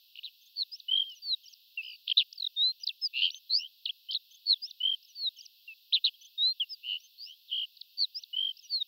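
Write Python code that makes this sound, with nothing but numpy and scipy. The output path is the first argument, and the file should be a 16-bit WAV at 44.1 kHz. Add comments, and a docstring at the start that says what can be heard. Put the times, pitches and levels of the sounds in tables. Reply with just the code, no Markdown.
"""Open ground, one microphone, a lark close by. A steady hiss lies behind it from the start.
The bird opens with faint, hoarse ticks and a rasp, then runs on in thin whistles and buzzy trills,
each a gliding tone from the syrinx, whose two sides sometimes sing different notes at once.
Past two seconds comes a stutter of pips; later, syllables return changed in level, pitch and length,
and a falling whistle ends the run. The recorder's low cut takes out the scene below the song."""
import sys
import numpy as np
from scipy import signal
from scipy.fft import rfft, irfft
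from scipy.io import wavfile
from scipy.ndimage import uniform_filter1d

SR = 44100
rng = np.random.default_rng(int(sys.argv[2]) if len(sys.argv) > 2 else 0)


def materialize(psi):
    """Save the field psi as 16-bit PCM at rate SR to the path in sys.argv[1].

    A 1-D psi becomes a single channel; in a 2-D psi each row is a channel.
    """
    bounded = np.clip(np.atleast_2d(psi).T, -1, 1)
    quanta = np.round(bounded * 32767).astype(np.int16)
    wavfile.write(sys.argv[1], SR, quanta)


N = 391166

# Hiss of the open air: (frequency [Hz], relative density [dB])
AIR_SPECTRUM = [(1180, -75.5), (2000, -42), (2370, -23.5), (2640, -4.5), (3570, 0), (4480, -1), (5460, -9),
                (6160, -21.5), (8000, -28), (10400, -51), (17600, -120)]
# The recorder's thin electronic hiss: (frequency [Hz], relative density [dB])
HISS_SPECTRUM = [(8000, -25), (10000, -22), (12000, -7), (13500, -1), (16000, -0.5)]
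# A very faint rumble: (frequency [Hz], relative density [dB])
RUMBLE_SPECTRUM = [(25, 2), (330, -5.5), (2200, -11.5)]
AIR_DB, HISS_DB, RUMBLE_DB = -63.5, -68.5, -99  # levels ahead of the recorder's filters

# The song: (time [s], syllable, gain [dB], pitch [ratio], length [ratio])
# A syllable is all the chips, slurs and trills that bear its name; the song scales their base values.
SONG_ORDER = [(0.145, "ticks", -19.5, 0.91, 0.88), (0.23, "up tick", -15, .75, 1.2),
              (0.235, "rasp", -23.5, 1, 1.05), (0.402, "twin hooks", -9.5, 1.026, 1.14),
              (0.557, "falling trill", -8, 1.002, 0.93), (0.714, "upsweep", -5.5, 1.025, 0.93),
              (0.882, "purr", 1.5, 1.001, 0.97), (0.961, "soft arch", 5.5, 1.07, 0.82),
              (1.037, "slide", -1.5, 1.016, 1.04), (1.095, "flicks", -4, 1.014, 0.92),
              (1.218, "long fall", 1, 1.014, 0.92), (1.419, "twitter", -5, 1.02, 1),
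              (1.773, "low whistle", 0, 0.99, .75), (1.814, "duet", -0.5, 1, 1.03),
              (2.067, "ticks", -2.5, 1, 0.99), (2.169, "rasp", -2.5, 0.98, 1.03),
              (2.327, "up tick", 1, 1.41, 1.35), (2.561, "rising whistle", 0, 0.99, 0.95),
              (2.7975, "tumble", 0, 1.004, 0.9755), (3.012, "short fall", 1, 1.001, 1.06),
              (3.129, "low buzz", -3.5, 0.97, 1.014), (3.3015, "up tick", -3.5, 0.99, 1.25),
              (3.309, "high note", 4, 1.006, 0.96), (3.3434, "up tick", -6.5, 0.84, 0.79),
              (3.491, "rising buzz", 2, 0.977, 0.86), (3.5803, "undersong", -1.5, 1.006, 1.04),
              (3.854, "down tick", -1.5, 0.99, 1), (3.864, "chirrup", -2, 1.01, 0.97),
              (4.0858, "warble", -1.5, 0.98, 0.95), (4.301, "twin hooks", -2, 1.02, 0.906),
              (4.4551, "falling trill", -1, 0.99, 1.03), (4.5512, "soft arch", 1, 0.93, 0.98),
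              (4.616, "upsweep", -2.5, 1.017, 1.01), (4.671, "soft arch", 2, 0.98, 1.05),
              (4.8023, "purr", 0, 0.9905, 0.93), (5.026, "flicks", -6.5, 1.015, 0.93),
              (5.148, "long fall", -0.5, 1, 1), (5.35, "twitter", -1, 1.022, 0.95),
              (5.676, "low whistle", -11, 0.983, 1.07), (5.923, "even rasp", -1.5, 0.99, 1.026),
              (6.0402, "rasp", -5.5, 1.023, 0.93), (6.135, "soft arch", -2.5, 0.88, 0.93),
              (6.202, "twin hooks", 0.5, 0.99, 0.97), (6.3754, "rising whistle", 0, 1.001, 0.92),
              (6.5978, "drop", 0, 1.036, 0.98), (6.688, "short fall", -9, 1.01, 1.03),
              (6.8249, "level buzz", -0.5, 0.992, 0.95), (6.997, "high note", -4.5, 1.006, 0.93),
              (7.172, "rising buzz", -14.5, 1.044, 1), (7.257, "undersong", -9.5, 1.033, 1.04),
              (7.4753, "quaver", -1.5, 1.005, 0.89), (7.766, "down tick", -21.5, 1.21, 0.93),
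              (7.81, "down tick", -11, 1.14, 0.89), (7.97, "falling trill", -4, 1.02, 0.99),
              (8.144, "upsweep", -2, 1.017, 0.99), (8.329, "purr", -2, .99, 1.15),
              (8.568, "flicks", -1, 1.012, 1), (8.6898, "broken fall", 1, 1.001, 1.018)]
# Short chips: (syllable, delay [s], length [s], level [dB], growth [dB], pitch at 3 even steps [Hz])
CHIP_NOTES = [("twin hooks", .008, .026, -28, 0, 6400, 6050, 7300),
              ("twin hooks", .045, .026, -25, 1, 6400, 6200, 7450),
              ("upsweep", .074, .018, -31, 6, 6150, 5850, 5500),
              ("upsweep", .091, .009, -33, -6, 5400, 3900, 3300),
              ("flicks", 0, .014, -38, 0, 4500, 5300, 6900),
              ("flicks", .02, .014, -35, 0, 5900, 5200, 5000),
              ("flicks", .055, .052, -28, -6, 6700, 5800, 5750),
              ("twitter", .015, .018, -30, 0, 6700, 6150, 6100),
              ("twitter", .035, .026, -28, 4, 5250, 5480, 6000),
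              ("twitter", .061, .012, -35, -8, 4600, 4950, 6400),
              ("twitter", .107, .016, -27, -12, 5400, 5650, 3800),
              ("ticks", .0107, .006, -20, -4, 2560, 3240, 4000),
              ("ticks", .0312, .007, -20, -6, 2580, 3270, 2800),
              ("ticks", .0465, .015, -18, -6, 2490, 3270, 2400),
              ("tumble", .036, .015, -26, -2, 5250, 4800, 5700),
              ("tumble", .069, .016, -22, 6, 5900, 4600, 3400),
              ("tumble", .0893, .015, -27, 8, 5400, 3800, 3300),
              ("tumble", .1038, .02, -39, -16, 2850, 2680, 2520),
              ("chirrup", 0, .027, -39, 0, 4700, 3650, 4940),
              ("chirrup", .0016, .022, -35, 0, 3230, 2850, 2870),
              ("chirrup", .0265, .022, -26, -10, 2330, 3330, 2480),
              ("warble", 0, .031, -31, 5, 2960, 3190, 3180),
              ("warble", .062, .017, -21, -3, 2800, 4370, 3100),
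              ("warble", .079, .019, -28, -16, 3420, 4000, 3200),
              ("purr", 0, .024, -29, 3, 2980, 2980, 3080),
              ("high note", .04, .044, -25, -12, 6130, 6200, 6300),
              ("down tick", 0, .012, -23, 0, 5000, 3660, 2700),
              ("up tick", 0, .007, -27, 0, 2780, 4200, 5300),
              ("soft arch", 0, .027, -50, 0, 3150, 3750, 3100)]
CHIP_SWELL_DB = 9.5
# Long slurs: (syllable, delay [s], length [s], level [dB], growth [dB], swell [dB],
# pitch at 5 even steps [Hz])
SLUR_NOTES = [("upsweep", 0, 0.064, -22, 1.4, 20, 4760, 4797, 5076, 5420, 6500),
              ("long fall", 0, 0.1443, -32.5, 20.6, 1.9, 4710, 4495, 4344, 4026, 3716),
              ("broken fall", 0, .11, -25.5, 3, 23, 4900, 4524, 4360, 4150, 3950),
              ("broken fall", .104, 0.033, -30.5, 25, 9.5, 3990, 3850, 3807, 3708, 3680),
              ("slide", 0, .11, -40, -7, 7, 3280, 3130, 3070, 2895, 2830),
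              ("rising whistle", 0, 0.17, -22, 0, 12.5, 3740, 3763, 3990, 4137, 4227),
              ("short fall", 0, 0.062, -18, 2, 19.1, 5400, 5164, 5136, 4855, 4640),
              ("drop", 0, 0.053, -26.5, -23.5, 15.3, 3260, 3070, 2850, 2723, 2660),
              ("low whistle", 0, 0.059, -32.5, -8.5, 0, 2870, 2750, 2680, 2640, 2660)]
# Trills: (syllable, delay [s], length [s], level [dB], growth [dB], swell [dB],
# pitch at 4 even steps [Hz], pulse rate at 3 even steps [1/s], pitch arch in a pulse [Hz],
# pitch slide in a pulse [Hz], depth of the gaps [0-1])
TRILL_NOTES = [("twin hooks", -.012, .097, -53, 0, 11, 2900, 3320, 3270, 3050, 40, 31, 28, 261, -42, .7),
               ("falling trill", 0, .088, -17.5, 14, 11, 4590, 4480, 4280, 3500, 102, 101, 79, -90, 10, .75),
               ("purr", .026, .142, -24, -7, 1, 3030, 3140, 3170, 3050, 47.5, 47.5, 47.5, 80, -20, .96),
               ("twitter", .01, .1, -53, -12, 0, 3350, 2900, 3200, 2850, 93, 60, 46, 78, -8, .8),
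               ("twitter", .07, .038, -29, -2, 2, 6570, 6400, 6150, 6200, 113, 129, 167, -79, 38, .95),
               ("duet", 0, .15, -39, -8, 8, 2400, 2780, 2680, 2600, 73.9, 57.5, 60, 330, -30, 1),
               ("duet", .005, .15, -41, -2, 5, 4930, 5070, 4810, 4710, 75, 56.3, 62, -170, 0, 1),
               ("rasp", 0, .063, -16, -24, 6, 3400, 3880, 2980, 3500, 130, 145.6, 258, -6, 150, .97),
               ("even rasp", 0, .072, -19, -30, 15, 2480, 3880, 2875, 3900, 165.5, 171.7, 255, 197, -130, .85),
               ("tumble", 0, .038, -31, 10, 4, 6170, 5950, 5970, 5600, 94, 91, 87, -170, -230, .76),
               ("low buzz", 0, .082, -24, 16, 6, 2650, 2750, 2850, 2800, 150, 128, 120, 100, -60, .92),
               ("low buzz", .077, .096, -18, -14, 12, 2800, 3050, 3050, 2750, 98, 88, 86, 170, -150, .95),
               ("level buzz", 0, .17, -27, 8, 15, 2600, 2930, 2890, 2980, 157.4, 98, 73.6, 130, -50, .8),
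               ("high note", 0, .038, -33, 4, 2, 5450, 5800, 6040, 6000, 62, 52, 50, -110, 0, .85),
               ("rising buzz", 0, .175, -19, -4, 21, 4200, 4600, 5400, 6050, 140, 95, 65, -140, -60, .6),
               ("undersong", 0, .1, -34, -6, 14, 2590, 2810, 2985, 3200, 147.7, 73, 95, 135, -15, .82),
               ("warble", .021, .042, -30, 1, 1, 4150, 4150, 4100, 4050, 49, 50, 51, 1050, 0, .1),
               ("quaver", 0, .048, -46, 14, 2, 4000, 3600, 3250, 3000, 140, 140, 140, 0, 300, .7),
               ("quaver", .04, .165, -27.5, -6, 0, 2980, 3070, 3043, 2890, 77, 53, 68, 160, -75, .4)]
# Hoarse syllables, base levels against the tone: (syllable, rough partial [dB], scratch [dB])
HOARSENESS = [("ticks", -32.5, -10), ("rasp", -31.5, -16), ("even rasp", -23.5, -32),
              ("low buzz", -15.5, -11), ("level buzz", -24, -22), ("quaver", -34.5, -25.5)]
# The throat's passband: (frequency [Hz], gain [dB])
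THROAT_RESPONSE = [(4200, 0.5), (4800, -3.5), (5400, -12.5), (6000, -24.5), (7200, -36)]

# The stutter: base pitch and level at its start, middle and end
STUTTER_HZ, STUTTER_DB = [5300, 4220, 3876], [-41, -28.5, -24.5]
STUTTER_START_S, PIP_GAP_S, PIP_LENGTH_S, PIP_FALL_HZ = 2.3535, .0221, .013, 600


def undb(db):
    """Decibels to gain."""
    return 10 ** (np.asarray(db) / 20)


def arc(points, u):
    """The smooth curve through evenly spaced points, read at u from 0 to 1."""
    return np.polyval(np.polyfit(np.linspace(0, 1, len(points)), points, len(points) - 1), u)


def flutter(count, hz):
    """Random wavering slower than hz, spread 1."""
    slow = signal.sosfilt(signal.butter(2, hz, fs=SR, output="sos"), rng.standard_normal(N // 8))
    return slow[-count:] / slow.std()


def add(track, start, sound):
    """Mix a sound into the track at a time in seconds."""
    i = max(int(start * SR), 0)
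    track[i:i + len(sound)] += sound[:N - i]


def noise(spectrum, db):
    """Steady noise of a given colour and level."""
    hz, shape_db = np.transpose(spectrum)
    bins = np.maximum(np.arange(N // 2 + 1) * SR / N, 1)
    gain = undb(np.interp(np.log(bins), np.log(hz), shape_db, left=-np.inf, right=-np.inf))
    coloured = irfft(rfft(rng.standard_normal(N)) * gain, N)
    return coloured * undb(db) / coloured.std()


def open_air():
    """The steady hiss of the place, behind the bird."""
    return noise(AIR_SPECTRUM, AIR_DB)


def pressure(u, level_db, growth_db, swell_db):
    """Air pressure over a note in dB: it swells toward the middle and grows or fades as a whole."""
    return level_db + growth_db * (u - .5) - swell_db * (2 * u - 1) ** 2


def throat(hz):
    """Gain of the throat: it passes the middle of the voice and muffles high notes."""
    points_hz, gain_db = np.transpose(THROAT_RESPONSE)
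    return undb(np.interp(hz, points_hz, gain_db))


def syrinx(hz, amplitude, rough_db, edge_share, waver=.00047, shimmer_db=.47, flutter_hz=300,
           muffle_hz=4850, undertone_above_hz=5400):
    """A vibrating membrane: an almost pure, slightly unsteady tone."""
    count = len(hz)
    t = np.arange(count) / SR
    edge_s = .002 + edge_share * t[-1]  # longer notes start and stop more softly
    edges = np.sin(np.pi / 2 * np.minimum(np.minimum(t, t[-1] - t) / edge_s, 1))
    phase = 2 * np.pi * np.cumsum(hz * (1 + waver * flutter(count, flutter_hz))) / SR
    tone = np.sin(phase) + undb(-66) * np.sin(2 * phase)
    # pushed hard, the membrane doubles its period: a partial a fifth up, muffled by the throat when high
    muffle = 1 / (1 + (1.5 * hz / muffle_hz) ** 20)
    rough = undb(rough_db) * muffle * np.sin(1.5 * phase + .23 * flutter(count, hz=400))
    # the highest notes carry a faint undertone an octave below, hardly louder in loud notes
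    highness = np.clip(10 * np.log(hz / undertone_above_hz) + .5, 0, 1)
    under_gain = undb(-46) * highness * np.minimum(amplitude, .01) ** .18
    undertone = under_gain * np.sin(phase / 2 + .5 * flutter(count, flutter_hz))
    shimmer = undb(shimmer_db * flutter(count, flutter_hz))
    return ((tone + rough) * amplitude + undertone) * edges * shimmer


def whistle(length, effort, pitch, ratio, rough_db, sway=.003, sway_db=.07, sway_hz=28):
    """One smooth gesture: tension bends the pitch while air pressure swells and fades; both sway."""
    u = np.linspace(0, 1, int(length * SR))
    hz = ratio * arc(pitch, u) * (1 + sway * flutter(len(u), sway_hz))
    level_db = pressure(u, *effort) + sway_db * flutter(len(u), sway_hz)
    return syrinx(hz, undb(level_db) * throat(hz), rough_db, edge_share=.066)


def scratch(tone, chaos, grain_db=4, grain_hz=150, follow=.22):
    """In hoarse syllables the membranes also flap chaotically: a grainy scratch throbs with the notes."""
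    push = (uniform_filter1d(np.abs(tone), size=90) + .0018) ** follow
    swell = np.hanning(len(tone)) ** .5
    grain = undb(grain_db * flutter(len(tone), grain_hz))
    return chaos[:len(tone)] * tone.std() * push / push.mean() * swell * grain


def trill(length, effort, controls, ratio, rough_db, shake=.013, shake_hz=600, uneven_db=1, uneven_hz=45):
    """A glide chopped by a fast valve: each closing dips the level, tugs the pitch and unsettles it."""
    u = np.linspace(0, 1, int(length * SR))
    pitch, pulse_rate, (arch, slide, depth) = np.split(np.array(controls), [4, 7])
    cycle = 2 * np.pi * np.cumsum(arc(pulse_rate, u)) / SR
    closing = ((1 + np.cos(cycle)) / 2) ** 2
    hz = ratio * arc(pitch, u) - arch * np.cos(cycle) + slide * np.sin(cycle)
    hz *= 1 + shake * closing * flutter(len(u), shake_hz)
    level_db = pressure(u, *effort) + uneven_db * flutter(len(u), uneven_hz)
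    amplitude = undb(level_db) * throat(hz) * (1 - depth * closing)
    return syrinx(hz, amplitude, rough_db, edge_share=.13)


def syllable(name, ratio, stretch, rough_db):
    """One syllable of the repertoire, sung higher or lower, longer or shorter."""
    notes = [(whistle, delay, length, (db, growth, CHIP_SWELL_DB), pitch)
             for owner, delay, length, db, growth, *pitch in CHIP_NOTES if owner == name]
    for voice, table in ((whistle, SLUR_NOTES), (trill, TRILL_NOTES)):
        notes += [(voice, delay, length, (db, growth, swell), controls)
                  for owner, delay, length, db, growth, swell, *controls in table if owner == name]
    sung = np.zeros(SR)
    for voice, delay, length, effort, controls in notes:
        add(sung, delay * stretch, voice(length * stretch, effort, controls, ratio, rough_db))
    return np.trim_zeros(sung, "b")


def lark():
    """The bird near the microphone, syllable by syllable; all but the hoarse ones are clear."""
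    song = np.zeros(N)
    chaos = noise([(2400, -13), (2900, 4.5), (4300, 1.5), (5500, -25)], db=0)
    hoarse = {name: levels for name, *levels in HOARSENESS}
    for start, name, db, ratio, stretch in SONG_ORDER:
        rough_db, scratch_db = hoarse.get(name, (-np.inf, -np.inf))
        tone = syllable(name, ratio, stretch, rough_db)
        grit = undb(scratch_db) * scratch(tone, np.roll(chaos, -int(start * SR)))
        add(song, start, undb(db) * (tone + grit))
    return song


def ground_scatter(song, t60_s=.15, wet_db=-40):
    """Rough open ground scatters a faint, very short tail back to the microphone."""
    t = np.arange(SR // 4) / SR
    tail = rng.standard_normal(len(t)) * np.exp(-np.log(1000) * t / t60_s)
    return undb(wet_db) * signal.fftconvolve(song, tail / np.linalg.norm(tail))[:N]


def stutter(count=6, growth_db=2):
    """A quick, even run of falling pips that sinks in pitch and grows louder."""
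    pips = np.zeros(N)
    for k, u in enumerate(np.linspace(0, 1, count)):
        pitch = arc(STUTTER_HZ, u) + PIP_FALL_HZ * np.array([.5, -.5])
        effort = (arc(STUTTER_DB, u), growth_db, CHIP_SWELL_DB)
        pip = whistle(PIP_LENGTH_S, effort, pitch, ratio=.97, rough_db=-np.inf)
        add(pips, STUTTER_START_S + k * PIP_GAP_S, pip)
    return pips


def scene():
    """At the microphone, in mono: the close bird, its scatter off the ground and the air behind."""
    song = lark() + stutter()
    return (song + ground_scatter(song) + open_air())[None]


def record(dry, low_cut_hz=2320, top_cut_hz=15750):
    """The recorder: a steep low cut, then its own hiss and rumble, then a steep top cut."""
    low_cut = signal.butter(12, low_cut_hz, btype="high", fs=SR, output="sos")
    top_cut = signal.ellip(12, .1, 70, top_cut_hz, fs=SR, output="sos")
    thin = signal.sosfiltfilt(low_cut, dry)
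    noisy = thin + noise(HISS_SPECTRUM, HISS_DB) + noise(RUMBLE_SPECTRUM, RUMBLE_DB)
    return signal.sosfilt(top_cut, noisy)


dry = scene()
out = record(dry)
materialize(out)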